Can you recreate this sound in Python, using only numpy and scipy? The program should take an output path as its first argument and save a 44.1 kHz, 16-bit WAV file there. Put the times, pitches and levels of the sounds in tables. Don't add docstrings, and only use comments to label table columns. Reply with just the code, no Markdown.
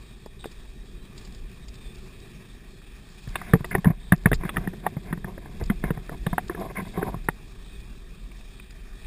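import sys
import numpy as np
from scipy import signal
from scipy.fft import rfft, irfft, next_fast_len
from scipy.io import wavfile
from scipy.ndimage import uniform_filter1d

SR = 44100
rng = np.random.default_rng(int(sys.argv[2]) if len(sys.argv) > 2 else 0)


def wav_out(sig):
    wavfile.write(sys.argv[1], SR, np.round(np.clip(np.atleast_2d(sig).T, -1, 1) * 32767).astype(np.int16))


def elevation(decibels):
    levels = np.asarray(decibels, float)
    return 10 ** (levels / 20)


N = 399546

# [start_s is the peak: peak_s, rise_over_breeze_db, half_length_s]
GUSTS = [(0.503, 7, 0.3), (.96, 6, 0.61), (1.417, 13.5, 0.24), (1.848, 10, 0.59), (2.2, 5.5, 0.41),
         (2.85, 2.5, 0.22), (3.298, 21, 0.069), (3.553, 8, 0.32), (3.943, 10, 0.73), (4.368, 23, 0.17),
         (4.6, 16.5, 0.18), (5.187, 15.5, 0.14), (5.662, 19.5, 0.17), (5.787, 15.5, 0.6),
         (6.302, 9.5, 0.86), (6.64, 2, .3), (7.162, 12.5, 0.29), (7.948, 7.5, 1), (8.86, 8, .4),
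         (9.06, 11, 0.36)]
# [frequency_hz, density_db_per_hz]
WIND_COLOUR = [(9, -36), (16, -6), (30, -4.5), (41, -1), (54, -5), (68, -19), (100, -27), (150, -48)]
# [time_s, hiss_db, bumpiness_db]
GROUND = [(0.0, -58, -48), (0.28, -63, -51.5), (0.6, -59.5, -52), (0.96, -62, -48), (1.19, -57, -47.5),
          (1.5, -60, -50), (2.19, -57.5, -48.5), (2.85, -60.5, -51.5), (3.4, -55.5, -52.5),
          (3.76, -58.5, -43.5), (3.94, -63, -56.5), (4.52, -57, -42), (5.2, -61, -47), (6.0, -57.5, -47),
          (6.97, -57, -45.5), (7.3, -59, -50.5), (8.86, -60, -52.5), (9.06, -56.5, -53.5)]
# [frequency_hz, density_db_per_hz]
DRONE_COLOUR = [(60, -8), (110, 0.5), (200, -1), (320, -12), (375, -4), (450, -13), (650, -29)]
# [frequency_hz, density_db_per_hz]
HISS_COLOUR = [(450, -50), (600, -5), (1000, -8.5), (1160, -4), (1430, -12), (1820, -2), (2100, -12),
               (2470, -0.5), (2950, -14.5), (3300, -7.5), (3900, -8), (4050, -12.5), (5300, -11),
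               (6000, -7.5)]
# [frequency_hz, level_db]
METAL_MODES = [(3116, 2.5), (3195, -4), (3391, 7), (3614, 3), (3668, 2.5), (3802, 4), (3966, -23),
               (4250, -6), (4545, -4), (4646, -1)]
# [start_s, level_db, length_s]
CHAIN_SLAPS = [
    (0.39, 6.5, 0.084),
    (2.185, -10, 0.084),
    (3.488, 3, 0.047),
    (4, 2.5, 0.097),
    (4.44, 1, 0.044),
    (6.291, 7, 0.04),
    (6.763, 1, 0.045),
    (6.842, 1, 0.17),
    (7.643, 2, 0.12),
    (8.55, -2, 0.08),
]
# [start_s, length_s, from_hz, to_hz, level_db]
BIRD_NOTES = [(0, 0.23, 3800, 3650, -64.5), (0.524, 0.34, 3740, 3830, -66), (1.003, 0.085, 3950, 3860, -62),
              (1.6, 0.049, 3680, 3680, -59.5), (1.737, .09, 3540, 3670, -63), (1.8, 0.09, 3660, 3520, -58),
              (1.875, 0.094, 3500, 3720, -58.5), (2.42, 0.063, 3720, 3560, -64),
              (2.487, .07, 3530, 3800, -61), (7.65, 0.07, 2400, 2520, -64), (7.69, 0.2, 2525, 2425, -60),
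              (7.877, 0.11, 2760, 2620, -67), (.66, .06, 3680, 3800, -67), (.8, .06, 3830, 3900, -66),
              (0.953, .06, 3850, 3700, -67), (1.6, 0.056, 3840, 3960, -68), (2.659, 0.19, 4255, 4245, -69),
              (2.18, 0.11, 3830, 3800, -65), (7.95, .06, 3980, 3990, -69), (8.804, 0.23, 2450, 2440, -67)]
# [start_s, peak_db]
LEAF_CRACKS = [(0.2568, -46), (0.457, -46), (0.5127, -46.5), (1.1758, -38.5), (1.249, -42), (1.2614, -50),
               (1.321, -46), (1.345, -45), (1.681, -39.5), (1.7414, -45), (1.753, -47), (1.9487, -44.5),
               (2.199, -49), (3.285, -42.5), (3.5354, -43), (3.649, -42), (3.701, -47), (4.121, -43),
               (4.1767, -48), (4.339, -32), (4.346, -38), (4.354, -42), (4.333, -44), (5.635, -38),
               (5.657, -41.5), (6.4787, -39.5), (6.5966, -48.5), (6.8783, -44.5), (7.243, -49),
               (7.803, -50), (8.7054, -46.5)]
# [start_s, latch_db, shell_db, brow_db, lens_cover_db]
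KNOCKS = [(0.44, -32, -35.5, -38, -31), (0.4549, -39, -45, -29, -46), (3.3542, -20, -27.5, -35, -17.5),
          (3.4135, -27.5, -35.5, -55, -52), (3.5339, -12.5, -20, -13.5, -23.5),
          (3.643, -20.5, -29.5, -34.5, -31), (3.7491, -12.5, -19, -18, -29.5), (3.8434, -22, -33, -29, -28),
          (3.8542, -19.5, -31, -29, -46), (4.12, -8.5, -20, -42, -23), (4.2566, -8, -21, -38, -21),
          (4.3146, -17.5, -28, -18.5, -31), (4.3287, -14.5, -33, -29, -21), (4.4903, -26, -29.5, -39, -24),
          (4.567, -17.5, -23, -26.5, -22.5), (4.6725, -23, -48, -30.5, -37), (4.8634, -15, -18, -41, -30.5),
          (5.1258, -21, -33, -27.5, -32.5), (5.698, -18, -42, -29.5, -27), (5.8374, -22, -34, -20.5, -34),
          (5.9035, -25.5, -30.5, -25, -29), (6.264, -19, -25.5, -24, -25.5), (6.379, -15, -19, -33, -27),
          (7.285, -11.5, -21, -31, -27.5)]
# [start_s, latch_db, shell_db, brow_db]
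TAPS = [(0.2586, -44, -42, -37.5), (3.9316, -54, -44, -50), (2.816, -47, -74, -66), (3.552, -34, -35, -26),
        (3.605, -38, -42, -43), (3.7802, -33, -35.5, -46), (3.9036, -34, -35, -51),
        (4.1315, -20, -29, -33.5), (4.2665, -45, -27, -25.5), (4.4336, -27, -37, -31),
        (4.4503, -29, -40, -41), (4.733, -33, -42.5, -35), (4.9658, -36, -33, -35), (5.1735, -36, -44, -43),
        (5.243, -25.5, -37, -36.5), (5.3765, -36.5, -50, -32), (5.611, -33, -44, -31),
        (5.973, -35, -37, -42), (6.092, -27, -43, -34.5), (6.124, -53, -39, -37), (6.329, -22.5, -26, -51),
        (6.4948, -24.5, -31.5, -27.5), (6.5466, -28.5, -42, -32.5), (7.24, -50, -56, -46),
        (6.763, -33, -44, -60), (6.9729, -31, -33, -27), (7.0262, -21.5, -45, -21.5),
        (7.141, -38, -31.5, -42), (6.85, -42, -46, -57), (5.4571, -37, -44, -42), (4.560, -26, -42, -34),
        (3.877, -43, -37, -40), (6.619, -36, -28.5, -48), (7.080, -46, -32, -49), (3.273, -38.5, -57, -50),
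        (4.579, -27, -38, -46), (6.59, -48, -42, -34)]
# [start_s, shell_hz, latch_hz]
SPOTS = [(0.259, 660, 1880), (0.441, 793, 1500), (0.4554, 706, 1790), (3.355, 1120, 1730),
         (3.4135, 1170, 1960), (3.534, 1154, 1760), (3.552, 990, 1880), (3.605, 1040, 1560),
         (3.643, 940, 1930), (3.749, 760, 1870), (3.78, 1080, 2170), (3.8434, 850, 1870),
         (3.8544, 1010, 1730), (3.9036, 1060, 1780), (4.121, 1174, 1750), (4.1315, 1070, 1750),
         (4.2564, 1120, 1750), (4.2666, 970, 1680), (4.315, 647, 1630), (4.329, 1300, 1970),
         (4.4335, 1040, 2420), (4.45, 1290, 1730), (4.491, 1280, 1880), (4.56, 1320, 1830),
         (4.567, 1240, 1810), (4.6725, 1000, 1830), (4.733, 736, 1560), (4.863, 838, 1850),
         (4.966, 594, 2080), (5.126, 940, 1824), (5.1735, 730, 1840), (5.243, 1150, 1700),
         (5.3765, 810, 1690), (5.611, 710, 1730), (5.698, 1080, 2010), (5.837, 705, 1765),
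         (5.904, 980, 1685), (5.973, 720, 1850), (6.092, 600, 1810), (6.264, 1140, 1743),
         (6.329, 990, 1700), (6.379, 830, 1585), (6.495, 1100, 1790), (6.547, 710, 1700),
         (6.759, 730, 1920), (6.973, 1095, 2030), (7.026, 730, 1554), (7.141, 1010, 1880),
         (7.285, 895, 1840)]
# [frequency_hz, level_db, t60_s]
SHELL_MODES = [(720, 8.5, 0.037), (810, 2.5, 0.042), (958, 9.5, 0.019), (1123, 5.5, 0.026)]
# [frequency_hz, level_db, t60_s]
LATCH_MODES = [(1703, -3, 0.008), (1820, 3, 0.015), (1890, 4, 0.015), (2050, -8.5, 0.035),
               (2580, -11, 0.065)]
# [frequency_hz, level_db, t60_s]
RUBBED_LATCH_MODES = [(1560, -2.5, .012), (1760, 1, 0.015), (1930, 0, 0.014), (2114, -0.5, 0.017)]
# [frequency_hz, level_db, t60_s]
BROW_MODES = [(273, 2, 0.011), (364, 0, 0.048), (430.6, -4.5, 0.056), (560, -5, 0.016)]
# [frequency_hz, level_db, t60_s]
COVER_MODES = [(2750, 8, 0.0033), (3500, -1.5, 0.011), (3680, -7, 0.016)]
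# [start_s, peak_db]
GRIT_TICKS = [
    (0.5128, -49),
    (8.3145, -40),
    (8.5965, -35),
    (8.408, -46),
    (8.706, -46),
    (9.045, -46),
]
# [frequency_hz, level_db, t60_s]
GRIT_MODES = [(2010, -9, 0.013), (2450, 6, 0.015), (3680, -16, 0.011)]
# [start_s, length_s, level_db, thud_over_it_db, clack_over_it_db]
SCRAPES = [(3.286, 0.38, -58.5, 6, 7.5), (3.46, 0.083, -60, 4, 6), (3.705, 0.037, -43.5, 10, 10.5),
           (3.738, 0.027, -40.5, 11, 8), (3.755, 0.051, -46, 15.5, -12), (3.86, 0.039, -38.5, 17.5, -3.5),
           (3.886, 0.046, -39, 12, -10), (4.125, 0.032, -53, 18, -4), (4.26, 0.04, -47, -1, -1),
           (4.227, 0.045, -61, 0, 2), (4.394, 0.089, -47, 12, -1), (4.446, 0.056, -52, 7, 6),
           (4.532, 0.044, -50, 1, -2), (4.566, 0.13, -50, 5, -2), (4.824, 0.078, -46, 11, -3),
           (5.032, 0.14, -51, 5, -2.5), (5.255, 0.095, -47, 7, -19), (5.383, 0.21, -58.5, 7, -7),
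           (5.592, 0.062, -45.5, 4, -8), (5.7, 0.036, -44, 6, -12), (5.816, 0.11, -47, 7, 0),
           (5.929, 0.086, -55.5, 13, 0), (6.108, 0.059, -45.5, 6, -11), (6.246, 0.12, -64, 16, -0.5),
           (6.5, 0.038, -43, -3, -3), (6.555, .03, -49, 6, -9), (6.566, 0.066, -40.5, 0, -15),
           (6.601, 0.089, -36.5, 2.5, -13.5), (6.678, 0.053, -45.5, 2, -9), (6.746, 0.051, -45, 4, 7.5),
           (6.773, 0.053, -39.5, 7, 1), (6.813, 0.03, -48, 12, -16), (6.845, 0.042, -46, -3, -6),
           (6.929, 0.062, -42, 0, -3.5), (6.966, 0.055, -36, 5, -12), (7.008, 0.036, -39.5, 1, -4),
           (7.035, 0.049, -42, 4.5, -14), (7.067, 0.047, -37.5, 4, -15), (7.112, 0.056, -47, 2, -12)]
# [start_s, level_db, pitch_hz]
SWINGS = [(3.273, -33, 129), (3.5348, -10.5, 167.4), (3.5515, -19, 170), (3.605, -30, 148),
          (3.7502, -31, 178), (3.8556, -21, 164), (3.9036, -24, 165), (3.879, -28, 175), (4.664, -36, 183),
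          (4.121, -12, 169.4), (4.1313, -16, 164), (4.2569, -12.5, 172), (4.2656, -21, 141),
          (4.3151, -23.5, 159), (4.3294, -26, 149), (4.4506, -31, 160), (4.579, -26.5, 163),
          (4.6742, -25.5, 189), (4.9665, -26, 156), (5.1264, -25.5, 178), (5.244, -32.5, 188),
          (5.6117, -36, 136), (5.699, -19, 217), (5.8379, -23, 167.4), (5.9045, -22.5, 170),
          (5.974, -32.5, 151), (6.2652, -21, 172), (6.328, -25.5, 183), (5.622, -25.5, 72.5),
          (6.9735, -35, 169), (7.1408, -31, 163), (7.285, -29.5, 168), (5.107, -33.5, 164),
          (5.173, -35, 170), (3.866, -26, 170), (3.778, -27.5, 165), (6.66, -35, 166), (7.052, -34, 170),
          (6.815, -37, 185), (6.826, -37, 181), (7.163, -33, 121), (6.79, -34.5, 200)]
# [start_s, peak_db]
EDGE_SNAPS = [(3.3557, -48), (3.5104, -46), (3.5363, -40), (3.7812, -47), (3.8456, -43), (4.122, -37),
              (4.1624, -47), (4.2362, -48), (4.316, -46), (4.5607, -49), (4.8633, -50), (5.599, -49),
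              (6.3783, -50), (6.9021, -48), (7.2848, -50)]
# [start_s, length_s, from_hz, to_hz, level_db, octave_over_it_db]
SQUEALS = [
    (6.762, .03, 1000, 1040, -36, 4.5),
    (6.792, 0.025, 1100, 1075, -38, -3),
    (3.375, .04, 1100, 1050, -60, 4),
    (6.955, .03, 1050, 1080, -50, 3),
]
# [frequency_hz, density_db_per_hz]
TRACKS_APART = [(40, 8), (250, -0.5), (650, -5), (1200, -13), (3000, -12.5), (5300, -11)]

SCRAPE_RISE, SCRAPE_FALL = 0.22, 0.32


def level(x):
    return x / np.sqrt(np.mean(x ** 2))


def curves(table):
    s, *columns = np.transpose(table)
    return [np.interp(np.arange(N) / SR, s, c) for c in columns]


def walk(rate_hz):
    hold = int(SR / rate_hz)
    steps = np.repeat(rng.standard_normal(N // hold + 1), hold)
    return 1.68 * uniform_filter1d(uniform_filter1d(steps, hold), hold)[:N]


def coloured(spectrum, grain_db, own_db, rate_hz, count):
    hz, db = np.transpose(spectrum)
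    size = next_fast_len(N)
    log_hz = np.log(np.fft.rfftfreq(size, 1 / SR) + 1)
    grains = rng.standard_normal(N) * elevation(grain_db * walk(150))
    whole = rfft(grains, size) * elevation(np.interp(log_hz, np.log(hz), db, -120, -120))
    centres = np.linspace(np.log(hz[0]), np.log(hz[-1]), count)
    out = np.zeros(N)
    for centre in centres:
        share = np.clip(1 - np.abs(log_hz - centre) / (centres[1] - centres[0]), 0, 1)
        out += irfft(whole * share, size)[:N] * elevation(own_db * walk(rate_hz))
    return level(out)


def ring(x, hz, t60):
    turn, keep = 2 * np.pi * hz / SR, np.exp(-np.log(1000) / (t60 * SR))
    return signal.lfilter([0, keep * np.sin(turn)], [1, -2 * keep * np.cos(turn), keep ** 2], x)


def strikes(at_s, size):
    at = np.clip((at_s * SR).astype(int), 0, N - 1)
    return np.bincount(at.ravel(), size.ravel(), N)


def swell(start, length, rise, fall):
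    at = np.arange(int(max(start, 0) * SR), int((start + length) * SR))
    gone = (at / SR - start) / length
    return at, np.clip(np.minimum(gone / rise, (1 - gone) / fall), 0, 1), gone


def slips(rate_hz, spread_db):
    contacts = (rng.random(N) < rate_hz / SR) * rng.standard_normal(N)
    return level(contacts * elevation(spread_db * rng.standard_exponential(N)))


def gusts():
    t = np.arange(N) / SR
    return np.max([db * np.clip(1 - np.abs(t - s) / half, 0, 1) for s, db, half in GUSTS], axis=0)


def wind(gust_db):
    return elevation(-47 + gust_db) * coloured(WIND_COLOUR, grain_db=0.5, own_db=1.36, rate_hz=4.4, count=3)


def drone(bump_db, gust_db):
    loudness = elevation(bump_db + 0.1 * gust_db + 0.2)
    return loudness * coloured(DRONE_COLOUR, grain_db=1.0, own_db=0.0, rate_hz=14, count=5)


def tyre_hiss(hiss_db):
    return elevation(hiss_db + 3.5) * coloured(HISS_COLOUR, grain_db=1.0, own_db=1.4, rate_hz=20, count=10)


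def metal():
    t = np.arange(N) / SR
    slap = sum(elevation(db) * (t > s) * (t < s + length) for s, db, length in CHAIN_SLAPS)
    sing = np.zeros(N)
    for hz, db in METAL_MODES:
        push = rng.standard_normal(N) * (elevation(0.78 * walk(5.4)) + slap)
        sing += elevation(db) * ring(push, hz, 0.23)
    jingle = slap * ring(slips(1400, 1.6), 3690.0, 0.013)
    return elevation(-104.0) * sing + elevation(-75.0) * jingle


def birds():
    out, waver, flutter = np.zeros(N), walk(45), elevation(1.5 * walk(70))
    for s, length, from_hz, to_hz, db in BIRD_NOTES:
        at, fade, gone = swell(s, length, rise=0.17, fall=0.17)
        glide = from_hz + (to_hz - from_hz) * (1 - np.cos(np.pi * gone)) / 2
        turn = 2 * np.pi * np.cumsum(glide * (1 + 0.0025 * waver[at])) / SR
        out[at] += np.sqrt(2) * elevation(db) * fade * flutter[at] * np.sin(turn + 0.19 * np.sin(turn / 12))
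    t = np.arange(8000) / SR
    echoes = rng.standard_normal(len(t)) * np.exp(-np.log(1000) * t / 0.23)
    echoes /= np.linalg.norm(echoes)
    return elevation(-1.0) * out + elevation(-11.0) * signal.fftconvolve(out, echoes)[:N]


def leaves():
    s, db = np.transpose(LEAF_CRACKS)
    grains = rng.standard_normal((len(s), 24, 2))
    at_s = s[:, None] + 0.0049 * np.abs(grains[..., 0])
    cracks = strikes(at_s, elevation(db - 3.5)[:, None] * grains[..., 1])
    return ring(cracks, 4830.0, 0.0036) + elevation(-5.5) * ring(cracks, 3760.0, 0.0019)


def struck(modes, at_s, db, chatter, scatter_db, lead_hz=None, lead_db=0, lead_s=.001, snap_db=-60,
           rubbed=None):
    t = np.arange(2000) / SR
    rub = uniform_filter1d(slips(3500, 1.3), size=8)
    rubbing = np.zeros(N)
    for k, (hz, gain_db, t60) in enumerate(rubbed or modes):
        rubbing += (-1) ** k * elevation(gain_db) * ring(rub, hz, 0.47 * t60)
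    out = level(rubbing) * chatter
    for s, peak_db in zip(at_s, db):
        chance = rng.standard_normal((len(modes) + 1, 2))
        late = np.maximum(t - .007 - 0.00063 * chance[-1, 0], 0)
        bounce = elevation(-19.5 + 3.7 * chance[-1, 1]) * late / 0.0023 * np.exp(-late / 0.0023)
        flurry = (t / 0.0015) ** 2 * np.exp(-t / 0.0011) + bounce
        push = uniform_filter1d(rng.standard_normal(len(t)), size=8) * flurry
        y = np.zeros(len(t))
        for (hz, gain_db, t60), (louder, sharper) in zip(modes, chance):
            y += elevation(gain_db + scatter_db * louder) * ring(push, hz * (1 + 0.03 * sharper), t60)
        y = y / np.abs(y).max() + elevation(snap_db) * push / np.abs(push).max()
        if lead_hz is not None:
            hz = np.interp(s, np.array(SPOTS)[:, 0], lead_hz)
            clarity = elevation(lead_db + 0.18 * (peak_db + 18.0))
            y = y + clarity * (t / lead_s) ** 2 * np.exp(-t / lead_s) * np.sin(2 * np.pi * hz * t)
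        spot = out[int(s * SR):][:len(t)]
        spot += (elevation(peak_db) * y)[:len(spot)]
    return out


def loose_mount(shake, high):
    taps = [(*tap, tap[1] - 26) for tap in TAPS]
    s, latch_db, shell_db, brow_db, cover_db = np.transpose([*KNOCKS, *taps])
    _, shell_hz, latch_hz = np.transpose(SPOTS)
    shell = struck(SHELL_MODES, s, shell_db + 0.5, shake, scatter_db=3.0,
                   lead_hz=shell_hz, lead_db=6.0, lead_s=0.0015)
    latch = struck(LATCH_MODES, s, latch_db - 3.0, high, scatter_db=5.5, lead_hz=latch_hz, lead_db=6.5,
                   lead_s=0.0011, snap_db=-6.0, rubbed=RUBBED_LATCH_MODES)
    brow = struck(BROW_MODES, s, brow_db + 5.5, shake * elevation(-4.0), scatter_db=4.5)
    cover = struck(COVER_MODES, s + 0.000672, cover_db, high * elevation(-22.0), scatter_db=-2.5, snap_db=-7.5)
    body = shell + latch + brow
    wall = signal.ellip(4, 1, 30, 2280, fs=SR, output="sos")
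    return signal.sosfilt(wall, body) + elevation(-14) * body + cover


def grit(high):
    s, db = np.transpose(GRIT_TICKS)
    return struck(GRIT_MODES, s, db, high * elevation(-13.5), scatter_db=-3.0)


def shaking():
    t = np.arange(N) / SR
    rattle_db = -68 + np.array([0, 16.5, 2])
    out = np.outer(elevation(rattle_db), (t > 3.22) * (t < 7.3))
    for s, length, db, thud_db, clack_db in SCRAPES:
        at, shape, gone = swell(s, length, SCRAPE_RISE, SCRAPE_FALL)
        weakening = elevation(-4 * (gone - 0.46))
        out[:, at] += np.outer(elevation(db + np.array([0, thud_db, clack_db])), shape ** 2 * weakening)
    return out * elevation(1.88 * walk(90))


def padding_sway(low):
    push = uniform_filter1d(slips(400, 1.0), size=60)
    return level(ring(push, 180.0, 0.058)) * low


def helmet_swings():
    out, t = np.zeros(N + 6000), np.arange(6000) / SR
    shape = (1 - np.exp(-t / 0.0016)) ** 2 * np.exp(-np.log(1000) * t / 0.046)
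    for s, db, hz in SWINGS:
        turns = 0.18 + hz * (0.897 * t + 0.0015 * (1 - np.exp(-t / 0.034)))
        out[int(s * SR):][:len(t)] += elevation(db) * np.sin(2 * np.pi * turns) * shape
    return elevation(15.0) * out[:N]


def snaps():
    s, db = np.transpose(EDGE_SNAPS)
    grains = rng.standard_normal((len(s), 5, 2))
    at_s = s[:, None] + 0.0008 * np.abs(grains[..., 0])
    clicks = strikes(at_s, elevation(db)[:, None] * np.sign(grains[..., 1]))
    return ring(clicks, 4800.0, 0.0013) + elevation(4.0) * ring(clicks, 6000.0, 0.003)


def squeals():
    out, wobble, rough = np.zeros(N), walk(350), elevation(3.4 * walk(249))
    for s, length, from_hz, to_hz, db, octave_db in SQUEALS:
        at, fade, gone = swell(s, length, SCRAPE_RISE, SCRAPE_FALL)
        hz = (from_hz + (to_hz - from_hz) * gone) * (1 + 0.04 * wobble[at])
        turn = 2 * np.pi * np.cumsum(hz) / SR
        out[at] += elevation(db) * fade * rough[at] * (np.sin(turn) + elevation(octave_db) * np.sin(2 * turn))
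    return out


def scene():
    gust_db = gusts()
    hiss_db, bump_db = curves(GROUND)
    shake, low, high = shaking()
    air_and_ground = wind(gust_db) + drone(bump_db, gust_db) + tyre_hiss(hiss_db)
    trail = metal() + birds() + leaves()
    helmet = loose_mount(shake, high) + grit(high) + padding_sway(low) + helmet_swings()
    heard = air_and_ground + trail + helmet + snaps() + squeals()
    apart = elevation(-84) * coloured(TRACKS_APART, grain_db=2.0, own_db=4.5, rate_hz=20, count=2)
    return heard + np.outer([1, -1], apart)


def low_pass(x):
    return signal.sosfilt(signal.butter(12, 16310, fs=SR, output="sos"), x)


def record(dry):
    guard = signal.butter(14, 5620, fs=SR, output="sos")
    guarded = signal.sosfilt(guard, np.clip(dry, -.9, .9))
    held = np.repeat(signal.resample_poly(guarded, 40, 147, axis=1), 4, axis=1)
    top_cut = signal.ellip(10, .2, 60, 15200, fs=48000, output="sos")
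    mix = signal.resample_poly(signal.sosfilt(top_cut, held), 147, 160, axis=1)[:, :N]
    return low_pass(mix)


dry = scene()
out = record(dry)
wav_out(out)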